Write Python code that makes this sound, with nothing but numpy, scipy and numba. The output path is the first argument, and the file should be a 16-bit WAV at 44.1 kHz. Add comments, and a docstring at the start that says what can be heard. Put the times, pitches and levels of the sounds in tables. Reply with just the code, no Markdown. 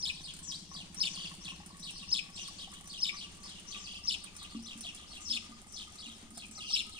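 """Pouring among sparrows

Liquid glugs from a plastic bottle into a garden sprayer's tank: some fourteen gulps of air a second
ring as bubbles, the stream splashes, and the resonance of the tank's air rises as the tank fills.
Hollow plastic booms as damped modes, and drops tick as short noise bursts over a fine fizz.
Sparrows chirp loudly all around, as two-voiced frequency-modulated whistles scattered by leaves and a wall.
Filtered noise makes a faint outdoor rumble and a thin hiss of leaves.
"""
import sys
import numpy as np
from scipy import signal
from scipy.fft import rfft, irfft
from scipy.io import wavfile
from scipy.ndimage import uniform_filter1d
from numba import njit

SR = 44100
rng = np.random.default_rng(int(sys.argv[2]) if len(sys.argv) > 2 else 0)


def log_audio(samples):
    """Write samples as a 16-bit WAV file to the path given in sys.argv[1]."""
    # one column per channel
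    frames = np.atleast_2d(samples).T
    # limit to full scale, then quantise
    limited = np.clip(frames, -1, 1)
    pcm = np.round(limited * 32767).astype(np.int16)
    wavfile.write(sys.argv[1], SR, pcm)


N = 308259
TIME = np.arange(N) / SR


# the pour [t/s, glug level/dB, glug pitch f/Hz, air mode of the tank f/Hz]
POUR = [(0, -51, 157, 1060), (1.3, -46, 165.4, 1097), (2.5, -52.5, 169.1, 1119), (3.5, -53, 182.8, 1163),
        (4.5, -54.5, 182.5, 1192), (5.6, -57, 196.1, 1218), (7, -52.5, 212, 1266)]
# start of the first glug/s, first interval/s, and slowing/s per squared glug number
FIRST_GLUG_S, GLUG_GAP_S, GLUG_SLOWING_S = -.003, .0689, .000012


def glugs():
    """Bubble resonance: each gulp of air booms in the bottle, falling in pitch as the bubble swells."""
    times, glug_db, glug_hz = np.transpose(POUR)[:3]
    out = np.zeros(N)
    for k, (late, loud, sharp) in enumerate(rng.standard_normal((101, 3))):
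        s = FIRST_GLUG_S + k * GLUG_GAP_S + k ** 2 * GLUG_SLOWING_S + 0.0013 * late
        hz = np.interp(s, times, glug_hz) * (1 + 0.035 * sharp)
        boom = bubble(hz, rise_s=0.006, decay_s=0.016, glide=-0.26)
        upper_mode = bubble(1.9 * hz, rise_s=0.0078, decay_s=0.014, glide=-0.11)
        level_db = np.interp(s, times, glug_db) + 0.56 * loud
        add(out, s, undb(level_db) * (boom + undb(-13.5) * upper_mode))
    return out


def bubble(hz, rise_s, decay_s, glide):
    """Damped oscillator: a pocket of air rings briefly while its pitch slides across hz by the share glide."""
    t = TIME[:SR // 8]
    swell = (1 - np.exp(-t / rise_s)) ** 2 * np.exp(-t / decay_s)
    pitch = hz * (1 + glide * (1 - 2 * np.exp(-t / (2 * decay_s))))
    return swell / swell.max() * np.sin(2 * np.pi * np.cumsum(pitch) / SR)


# big bubbles that burst in the tank [t/s, level/dB before scattering, f/Hz]
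PLOPS = [(0.715, -47.5, 1080), (0.75, -46, 1117), (0.806, -54.5, 847), (1.175, -48.5, 1074),
         (1.312, -46, 1096), (1.477, -56, 1050), (1.52, -46, 1058), (1.602, -47.5, 833), (1.707, -49, 1024),
         (2.484, -47.5, 1108), (2.675, -49.5, 788), (2.726, -46, 1130), (3.14, -45.5, 1122),
         (3.457, -52, 1050), (3.758, -49.5, 1154), (4.242, -53, 1154), (4.418, -47.5, 1195),
         (4.546, -50.5, 1156), (4.85, -51.5, 687), (6.375, -48.5, 708)]
# splash level and its random flicker; surge level relative to a burst bubble, and its time constant
SPLASH_DB, SPLASH_FLICKER_DB, SURGE_DB, SURGE_S = -68.5, -1.5, -12.5, 0.011


def pour():
    """Cavity resonance: the splash excites the tank's shrinking air space; bursting bubbles stir it."""
    times, _, _, tank_hz = np.transpose(POUR)
    out, burble = np.zeros((2, N))
    splash = undb(SPLASH_DB + SPLASH_FLICKER_DB * walk(15))
    for s, db, hz in PLOPS:
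        add(out, s, undb(db) * bubble(hz, rise_s=0.00042, decay_s=0.0092, glide=0.0076))
        surge = np.exp(-np.abs(TIME - s - SURGE_S / 2) / SURGE_S)
        splash = splash + undb(db + SURGE_DB) * surge
    impacts = droplets(rate=600, spread_db=8.0)
    air_mode = np.interp(TIME, times, tank_hz)
    low_ring = unit(resonate(impacts, air_mode, 30.0))
    high_ring = unit(resonate(impacts, 1.675 * air_mode, 120.0))
    ring = low_ring + undb(-5.5) * high_ring
    # many small bubbles at chance times
    for s, pitch, size in rng.random((420, 3)):
        small = bubble(700 + 260 * pitch, rise_s=0.0015, decay_s=0.0034, glide=0.14)
        add(burble, s * N / SR, undb(18.3 * size ** 2) * small)
    out += splash * (undb(1.5) * ring + undb(-5.0) * unit(burble))
    return garden(out, near_db=-10.0, tail_db=-31.0, t60=0.96, lag_s=0.00019)


def droplets(rate, spread_db):
    """Poisson impulses: random impacts, rate a second, many small and a few large."""
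    hits = rng.random(N) < rate / SR
    sizes = undb(spread_db * np.minimum(rng.exponential(size=N), 4))
    return hits * sizes * rng.choice([-1, 1], N)


@njit
def resonate(x, hz, width):
    """State-variable resonance: a band-pass of fixed width/Hz whose centre moves."""
    y, band, low = np.empty(len(x)), 0., 0.
    for i in range(len(x)):
        g, damping = np.tan(np.pi * hz[i] / SR), width / hz[i]
        v = (band + g * (x[i] - low)) / (1 + g * (g + damping))
        band, low, y[i] = 2 * v - band, low + 2 * g * v, damping * v
    return y


# sharp droplet ticks [t/s, relative level/dB]
TICKS = [(0.3373, -43.5), (0.365, -46), (0.39, -44.5), (0.945, -43.5), (1.294, -51), (1.334, -58),
         (1.6604, -44), (1.9058, -43.5), (2.477, -42.5), (2.738, -46), (2.8739, -47), (3.4323, -51.5),
         (4.2402, -43), (4.365, -43.5), (4.4293, -45), (4.625, -52.5), (4.808, -40), (4.948, -43.5),
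         (4.963, -49), (5.921, -50.5), (5.956, -51), (6.3129, -54.5), (6.512, -48.5)]
# spectrum of ticks and fizz [f/Hz, relative level/dB]
TICK_COLOUR = [(500, -18.5), (1500, 0), (4500, -2.5), (7000, 5), (9000, 9.5), (10500, -11), (15500, -11.5)]


def spatter():
    """Impact noise: drops tick on the plastic neck over a fine fizz that comes in flurries."""
    t, out = TIME[:SR // 20], np.zeros(N)
    for s, db in TICKS:
        add(out, s, undb(db + 4.0) * rng.standard_normal(len(t)) * np.exp(-t / 0.003))
    flurry_db = 4 * np.tanh(walk(5)) + 3 * walk(24)
    fizz = droplets(rate=260, spread_db=5.5) * undb(flurry_db)
    out += undb(-63.5) * unit(fizz)
    return garden(colour(out, TICK_COLOUR), near_db=0, tail_db=-15, t60=.35, lag_s=.00022)


# hollow bumps of the plastic vessels [t/s, level/dB]
BUMPS = [(4.549, -45), (4.755, -55.5), (5.295, -57), (5.333, -57), (5.492, -56.5), (6.065, -58),
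         (6.228, -61), (6.317, -58.5), (6.491, -61)]
# modes that a bump sets ringing [f/Hz, relative level/dB, 60 dB decay time t60/s]
HOLLOW = [(229.3, 10.5, 0.37), (270.6, 10.5, 0.12), (346, -14, 0.54)]


def bumps():
    """Modal decay: soft bumps set the hollow plastic booming."""
    t, out = TIME[:SR // 2], np.zeros(N)
    ring = sum(undb(db) * np.sin(2 * np.pi * hz * t) * undb(-60 * t / t60) for hz, db, t60 in HOLLOW)
    for s, db in BUMPS:
        add(out, s, undb(db) * ring * (1 - np.exp(-t / 0.0031)))
    return out


# the nearest sparrow's cheeps [t/s, level/dB, accent on the high note level/dB, length ratio]
CHEEPS = [(0.021, -36.5, 2.5, 1), (0.998, -34, 5, 0.98), (2.111, -35.5, 9.5, 1), (3.014, -36, 8.5, 1.01),
          (4.067, -36, 7, .98), (5.294, -36, 4, 0.97), (6.722, -34.5, 6.5, 1.03)]
# its tune, before a small scatter in pitch [t/s from the start of the call, f/Hz]
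CHEEP = [(0, 3125), (.008, 5010), (.016, 5263), (.024, 5312), (.03, 3947), (.04, 3071), (.052, 3560),
         (.06, 4442), (.069, 3257), (.074, 3537), (.079, 2410), (.084, 3336), (0.09, 2310)]
# its second voice [t/s from that voice's start, f/Hz]
UNDERTONE = [(0, 5130), (.012, 4340), (.02, 3360), (.028, 3860), (.036, 3202), (.046, 4134), (.06, 2880)]
# overall spectrum of the sparrow calls as heard [f/Hz, level/dB]
CALL_COLOUR = [(1500, -9.5), (2300, 9), (3200, 1.5), (4100, 1), (4700, 3), (5200, 3.5), (5700, 1),
               (6400, -6.5), (7500, 0), (8700, 10.5), (9600, -13.5), (10500, -2), (11300, -3), (12200, -15),
               (15500, -13)]
UNDERTONE_DELAY_S = 0.029
# the accent's time from the start of the cheep, and its Gaussian width
ACCENT_S, ACCENT_WIDTH_S = .02, .007
# random scatter of the turning points, as a share of their pitch
NEAR_SCATTER, FAR_SCATTER = .015, .035
NEAR_PAN_DB = 1  # left minus right
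LEAD_S = 0.041


def near_sparrow():
    """Two-voice song: a thin lead-in, an accented high note, then a stuttering fall with a second voice."""
    out = np.zeros(N)
    for s, db, accent_db, length in CHEEPS:
        tune = sing(np.array(CHEEP) * [length, 1], NEAR_SCATTER)
        first = whistle(tune, rough=0.04, overtone_db=-11, attack_s=0.009, release_s=0.005, fade_db=-3.5)
        accent = np.exp(-((TIME[:len(first)] - ACCENT_S) / ACCENT_WIDTH_S) ** 2)
        add(out, s, undb(db + accent_db * accent) * first)
        second = whistle(sing(UNDERTONE, FAR_SCATTER), rough=0.0574, overtone_db=-16,
                         attack_s=0.0022, release_s=0.0066, fade_db=0.5)
        add(out, s + UNDERTONE_DELAY_S, undb(db - 11.5) * second)
        add(out, s + .003 - LEAD_S, undb(db - 7.0) * lead_in(LEAD_S, ratio=0.97, rough=0.15))
    heard = garden(colour(out, CALL_COLOUR), near_db=-4.5, tail_db=-12, t60=.42, lag_s=.00025)
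    return heard * undb(np.array([[NEAR_PAN_DB], [-NEAR_PAN_DB]]) / 2)


def sing(tune, vary):
    """Pitch contour: straight glides between the turning points of a tune, each a little off."""
    s, hz = np.transpose(tune)
    scattered_hz = hz * np.exp(vary * rng.standard_normal(len(hz)))
    return np.interp(TIME[:int(s.max() * SR)], np.sort(s), scattered_hz)


# mean rate/Hz of the uneven pulses, and their greatest depth, reached on low notes
STUTTER_RATE, STUTTER_DEPTH = 115, .62


def whistle(hz, rough, overtone_db, attack_s, release_s, fade_db):
    """Frequency and amplitude modulation: steadier on high notes, stuttering and raspy on low ones."""
    t = TIME[:len(hz)]
    rasp, tremble, flutter = (walk(rate, size=SR // 4)[:len(t)] for rate in (2200, 260, 450))
    pitch = uniform_filter1d(hz, size=130)
    # grows as the pitch falls
    slack = np.clip((5600 - pitch) / 1800, .25, 1.3)
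    phase = 2 * np.pi * np.cumsum(pitch * (1 + rough * slack * (rasp + tremble))) / SR
    envelope = np.minimum(t / attack_s, 1) * np.minimum((t[-1] - t) / release_s, 1)
    beat = 2 * np.pi * np.cumsum(STUTTER_RATE * np.exp(flutter / 2)) / SR
    depth = STUTTER_DEPTH * slack / slack.max()
    stutter = (1 + depth * np.cos(beat)) / np.sqrt(1 + depth ** 2 / 2)
    swell = envelope * stutter * undb(fade_db * t / t[-1] + 2.0 * slack * flutter)
    overtones = np.sin(2 * phase) + undb(-8.5) * np.sin(3 * phase) + undb(-21) * np.sin(4 * phase)
    hiss = undb(-13) * np.diff(rng.standard_normal(len(t) + 1))
    return np.sqrt(2) * swell * (np.sin(phase) + undb(overtone_db) * slack * (overtones + hiss))


# rising glide, before each bird's pitch ratio
LEAD_HZ, LEAD_END_HZ = 5395, 6290


def lead_in(length_s, ratio, rough):
    """Rising frequency glide: the thin high note from the second side of the syrinx."""
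    pitch = ratio * np.linspace(LEAD_HZ, LEAD_END_HZ, int(length_s * SR))
    return whistle(pitch, rough=rough, overtone_db=-14, attack_s=.03, release_s=.004, fade_db=3.5)


# tunes of the far sparrows, before pitch ratio and scatter [t/s from the start of the call, f/Hz]
ZIGZAG = [(0, 3368), (.012, 5000), (.02, 3070), (.031, 4407), (.04, 2959), (.055, 3710), (.067, 2900),
          (.074, 3480), (0.087, 2520)]
DROP = [(0, 3350), (.01, 4400), (.019, 4790), (.033, 3396), (.042, 4330), (.053, 2961), (.064, 3500),
        (.075, 2735), (.083, 3030), (0.094, 2370)]
RIPPLE = [(0, 3600), (.017, 5350), (.029, 3950), (.04, 4800), (.052, 3050), (.072, 3800), (.085, 2950),
          (0.104, 2750)]
SLUR = [(0, 6300), (.018, 5735), (.045, 4913), (.056, 3223), (.076, 3400), (.097, 4740), (0.109, 3280)]
TWITTER = [(0, 4280), (.014, 3470), (.026, 3950), (.04, 2942), (0.055, 3640), (.068, 2970), (.078, 3416),
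           (0.09, 2550)]
WARBLE = [(0, 3210), (.012, 5650), (.024, 5600), (.034, 4200), (.048, 3900), (.059, 2990)]
# calls from further off [t/s, level/dB, tune, pitch ratio, power share sung in open view]
FAR_CALLS = [(0.134, -50.5, TWITTER, 1.12, 0.48), (0.229, -46.5, DROP, 1.027, .4),
             (0.465, -42.5, SLUR, 1.01, 0.78), (0.734, -46.5, DROP, 1.016, 0.7),
             (1.109, -46, WARBLE, 1.14, .6), (1.44, -45.5, ZIGZAG, 0.93, 0.86),
             (1.822, -45, DROP, 0.98, 0.57), (1.945, -48.5, RIPPLE, 1.02, .2),
             (2.356, -46, ZIGZAG, 0.94, 0.41), (2.389, -46.5, SLUR, 1.07, .15),
             (2.578, -46.5, ZIGZAG, 0.95, 0.49), (2.712, -55.5, TWITTER, 0.99, .3),
             (2.888, -47, RIPPLE, 0.98, 0.29), (3.159, -46.5, RIPPLE, 0.96, 0.77),
             (3.428, -49.5, RIPPLE, 1.07, 0.35), (3.52, -54, TWITTER, 0.94, .2),
             (3.707, -45.5, ZIGZAG, 0.95, 0.49), (3.81, -49.5, WARBLE, 1.19, 0.5),
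             (4.199, -54, DROP, 0.99, 0.22), (4.381, -49.5, ZIGZAG, 0.99, 0.31),
             (4.489, -55.5, DROP, 0.99, 0.35), (4.656, -48.5, DROP, 0.92, 0.84),
             (4.826, -46, ZIGZAG, 0.93, 0.8), (4.964, -55, TWITTER, 0.95, 0.68),
             (5.103, -51, DROP, 0.99, 0.5), (5.242, -45.5, SLUR, 1.02, 0.34), (5.715, -53, SLUR, 1.03, .25),
             (5.757, -45.5, ZIGZAG, 0.97, 0.88), (5.977, -49.5, RIPPLE, 0.94, 0.91),
             (6.058, -51, TWITTER, 1, 0.67), (6.368, -52, DROP, 0.91, 0.75),
             (6.547, -49.5, WARBLE, 1.04, .64), (6.684, -42.5, ZIGZAG, 1.01, 0.73),
             (6.913, -51, DROP, 0.92, 0.27)]
FAR_LEAD_S, HIGH_SLIDE_S = .055, 0.095


def flock():
    """Direct and diffuse sound: birds in view are sharp, hidden ones arrive mostly as echo."""
    open_air, hidden = np.zeros(N), chorus()
    for s, db, tune, ratio, share in FAR_CALLS:
        call, clear = undb(db) * far_call(tune, ratio), np.clip(share, 0, 1)
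        add(open_air, s, np.sqrt(clear) * call)
        add(hidden, s, np.sqrt(1 - clear) * call)
        # the thin high notes carry mostly as scatter
        add(hidden, s + .008 - FAR_LEAD_S, undb(db - 7.5) * far_lead_in(ratio=0.99))
        if tune is SLUR or tune is WARBLE:
            add(hidden, s - HIGH_SLIDE_S / 2, undb(db - 4.5) * high_slide())
    in_view = garden(colour(open_air, CALL_COLOUR), near_db=-7.5, tail_db=-8, t60=.4, lag_s=.00023)
    return in_view + garden(colour(hidden, CALL_COLOUR), near_db=15, tail_db=11, t60=0.96, lag_s=-.0001)


# second voice: mean pitch ratio to the first, random wander of that ratio, relative level
SECOND_RATIO, SECOND_WANDER, SECOND_DB = 1.17, .08, -5.5
# trill length, mean time of one turn, centre pitch and swing before drift
TRILL_S, TRILL_TURN_S, TRILL_MID_HZ, TRILL_DEPTH_HZ = 0.12, 0.03, 3190, 341
TRILL_UNEVEN = .3  # spread of the trill's pace, in natural-log units
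# second voice of the trill: start pitch of each slide, relative level
SLIDE_HZ, SLIDE_DB = 4900, -2


def far_call(tune, ratio):
    """Two-voice modulation: a tune sung with two clashing voices; a warble carries on as a trill."""
    pitch = ratio * sing(tune, FAR_SCATTER)
    if tune is not WARBLE:
        above = pitch * (SECOND_RATIO + SECOND_WANDER * walk(89.43, size=SR // 4)[:len(pitch)])
        first = whistle(pitch, rough=.032, overtone_db=-12, attack_s=.009, release_s=.015, fade_db=-2)
        second = whistle(above, rough=.036, overtone_db=-15, attack_s=.02, release_s=.025, fade_db=-1)
        return (first + undb(SECOND_DB) * second) / np.sqrt(1 + undb(SECOND_DB) ** 2)
    pace = np.exp(TRILL_UNEVEN * walk(40.05, size=SR // 4)[:int(TRILL_S * SR)]) / TRILL_TURN_S
    turn = np.cumsum(pace) / SR % 1
    drift = 1 + FAR_SCATTER * walk(59.95, size=SR // 4)[:len(turn)]
    trill = drift * (TRILL_MID_HZ - TRILL_DEPTH_HZ * np.cos(2 * np.pi * turn))
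    call = whistle(np.r_[pitch, trill], rough=0.0253, overtone_db=-11.5,
                   attack_s=0.0081, release_s=0.0088, fade_db=-1.0)
    # at each turn the second voice slides down towards the trill
    slide_pitch = (SLIDE_HZ + (TRILL_MID_HZ - SLIDE_HZ) * turn ** 2) / drift
    slides = whistle(slide_pitch, rough=0.0317, overtone_db=-31,
                     attack_s=0.0044, release_s=0.0073, fade_db=0.0)
    return call + undb(SLIDE_DB) * np.r_[np.zeros(len(pitch)), slides * np.sin(np.pi * turn)]


# random spread of the lead-in: pitch in natural-log units, level in dB
LEAD_VARY, LEAD_VARY_DB = .065, 2.5


def far_lead_in(ratio):
    """Random variation: a rising lead-in glide at a chance pitch and strength."""
    sharp, loud = rng.standard_normal(2)
    note = lead_in(FAR_LEAD_S, ratio=ratio * np.exp(LEAD_VARY * sharp), rough=.2)
    return undb(LEAD_VARY_DB * loud) * note


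HIGH_SLIDE_HZ, HIGH_SLIDE_END_HZ = 7700, 5660


def high_slide():
    """Falling frequency glide: slurs and warbles open with a thin, very high note."""
    pitch = np.linspace(HIGH_SLIDE_HZ, HIGH_SLIDE_END_HZ, int(HIGH_SLIDE_S * SR))
    return whistle(pitch, rough=.2, overtone_db=-20, attack_s=.015, release_s=.015, fade_db=2)


def chorus():
    """Random superposition: faint calls from deep in the trees, one at a chance time in each time slot."""
    out, tunes = np.zeros(N), (ZIGZAG, DROP, RIPPLE, SLUR)
    for k, (when, loud, sharp) in enumerate(rng.random((18, 3))):
        call = far_call(tunes[k % len(tunes)], 1 + .2 * sharp)
        add(out, (k + when) * N / SR / 18, undb(-64 + 6 * loud) * call)
    return out


# spectra of the rumble and of the leaves [f/Hz, relative level/dB]
RUMBLE = [(20, 0.5), (40, -5.5), (80, 1.5), (120, -10), (200, -6.5), (330, -11.5), (500, -23), (1000, -24),
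          (2000, -44)]
LEAVES = [(200, 2.5), (550, 1), (850, 2), (1600, -1.5), (3200, 3), (5000, -5), (6800, 1), (8800, -5),
          (10500, -22), (12500, -36), (15500, -34)]
# course of the distant rumble [t/s, level/dB]
RUMBLE_LEVEL = [(0, -57.5), (4.4, -58), (5.8, -59), (7, -58)]


def outdoors():
    """Filtered noise: a rumble partly shared by both sides, and a thin restless hiss of leaves."""
    rumble = unit(colour(rng.standard_normal(N) + 0.52 * rng.standard_normal((2, N)), RUMBLE))
    leaves = unit(colour(rng.standard_normal((2, N)), LEAVES))
    stir_db = 1.8 * walk(4) + 2.2 * walk(22)
    rumble_db = np.interp(TIME, *np.transpose(RUMBLE_LEVEL))
    return undb(rumble_db) * rumble + undb(-60.5 + stir_db) * leaves


ECHO_RATE = 70  # mean separate echoes a second, from trunks and the wall


def garden(x, near_db, tail_db, t60, lag_s):
    """Reverberation: direct sound, quick scatter from ground and leaves, echoes from trees and wall."""
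    t = TIME[:SR]
    near, haze, signs = rng.standard_normal((3, 2, SR))
    near *= np.exp(-t / 0.012) * (t > .001)
    echoes = np.sign(signs) * (rng.random((2, SR)) < ECHO_RATE / SR)
    tail = (unit(echoes) + haze / 2) * undb(-60 * t / t60) * (1 - np.exp(-t / 0.017))
    scatter = (undb(near_db) * unit(near) + undb(tail_db) * unit(tail)) / np.sqrt(SR)
    scattered = signal.fftconvolve(x[None], scatter, axes=1)[:, :N]
    return (direct(x, lag_s) + scattered) / np.sqrt(1 + undb(near_db) ** 2 + undb(tail_db) ** 2)


def direct(x, lag_s):
    """Interaural-style delay: the straight path reaches the left port lag_s after the right."""
    return np.array([np.roll(x, int(round(lag_s * SR))), x])


def colour(x, points, power=1):
    """Minimum-phase filtering: a causal filter through (f/Hz, level/dB) points, raised to a power."""
    hz, db = np.transpose(points)
    size = 2 ** 19
    gain_db = np.interp(np.log(np.fft.rfftfreq(size, 1 / SR) + 1), np.log(hz), db)
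    log_gain = power * np.log(undb(gain_db))
    # folding the cepstrum onto positive time makes the filter causal
    cepstrum = irfft(log_gain)[:size // 2]
    cepstrum[1:] *= 2
    return irfft(rfft(x, size) * np.exp(rfft(cepstrum, size)))[..., :N]


def walk(rate, size=N):
    """Interpolated noise: glides linearly to a new normal value rate times a second."""
    knots = np.arange(size) * rate / SR
    return np.interp(knots, np.arange(size // 8 + 2), rng.standard_normal(size // 8 + 2))


def undb(db):
    """Logarithmic level: decibels to amplitude gain."""
    return 10 ** (np.asarray(db) / 20)


def unit(x):
    """Normalization: scale to rms 1."""
    return x / np.sqrt(np.mean(x ** 2))


def add(out, s, x):
    """Superposition: mix x into out from time s on, cut at the ends."""
    i = int(s * SR)
    x = x[max(-i, 0):max(N - i, 0)]
    out[max(i, 0):max(i, 0) + len(x)] += x


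def scene():
    """Superposition: the pour among the birds; its long low waves pass the leaves unscattered."""
    booms = direct(glugs() + bumps(), lag_s=.0002)
    return booms + pour() + spatter() + near_sparrow() + flock() + outdoors()


# left minus right colour of the two microphone ports [f/Hz, level/dB]
PORTS = [(200, 0.5), (1400, 0.5), (2500, 5), (3300, 2), (4400, 3.5), (5200, 3.5), (6800, 8), (8100, 2),
         (9000, -16.5), (9600, -22.5), (10600, 2), (12500, -11.5), (15000, -0.5)]
TOP_HZ = 15550


def record(dry):
    """Linear filtering: each port colours the sound in its own way, and a steep low-pass cuts the top."""
    ports = np.array([colour(dry[0], PORTS, power=.5), colour(dry[1], PORTS, power=-.5)])
    return signal.sosfilt(signal.ellip(10, .2, 80, TOP_HZ, fs=SR, output="sos"), ports)


dry = scene()
out = record(dry)
log_audio(out)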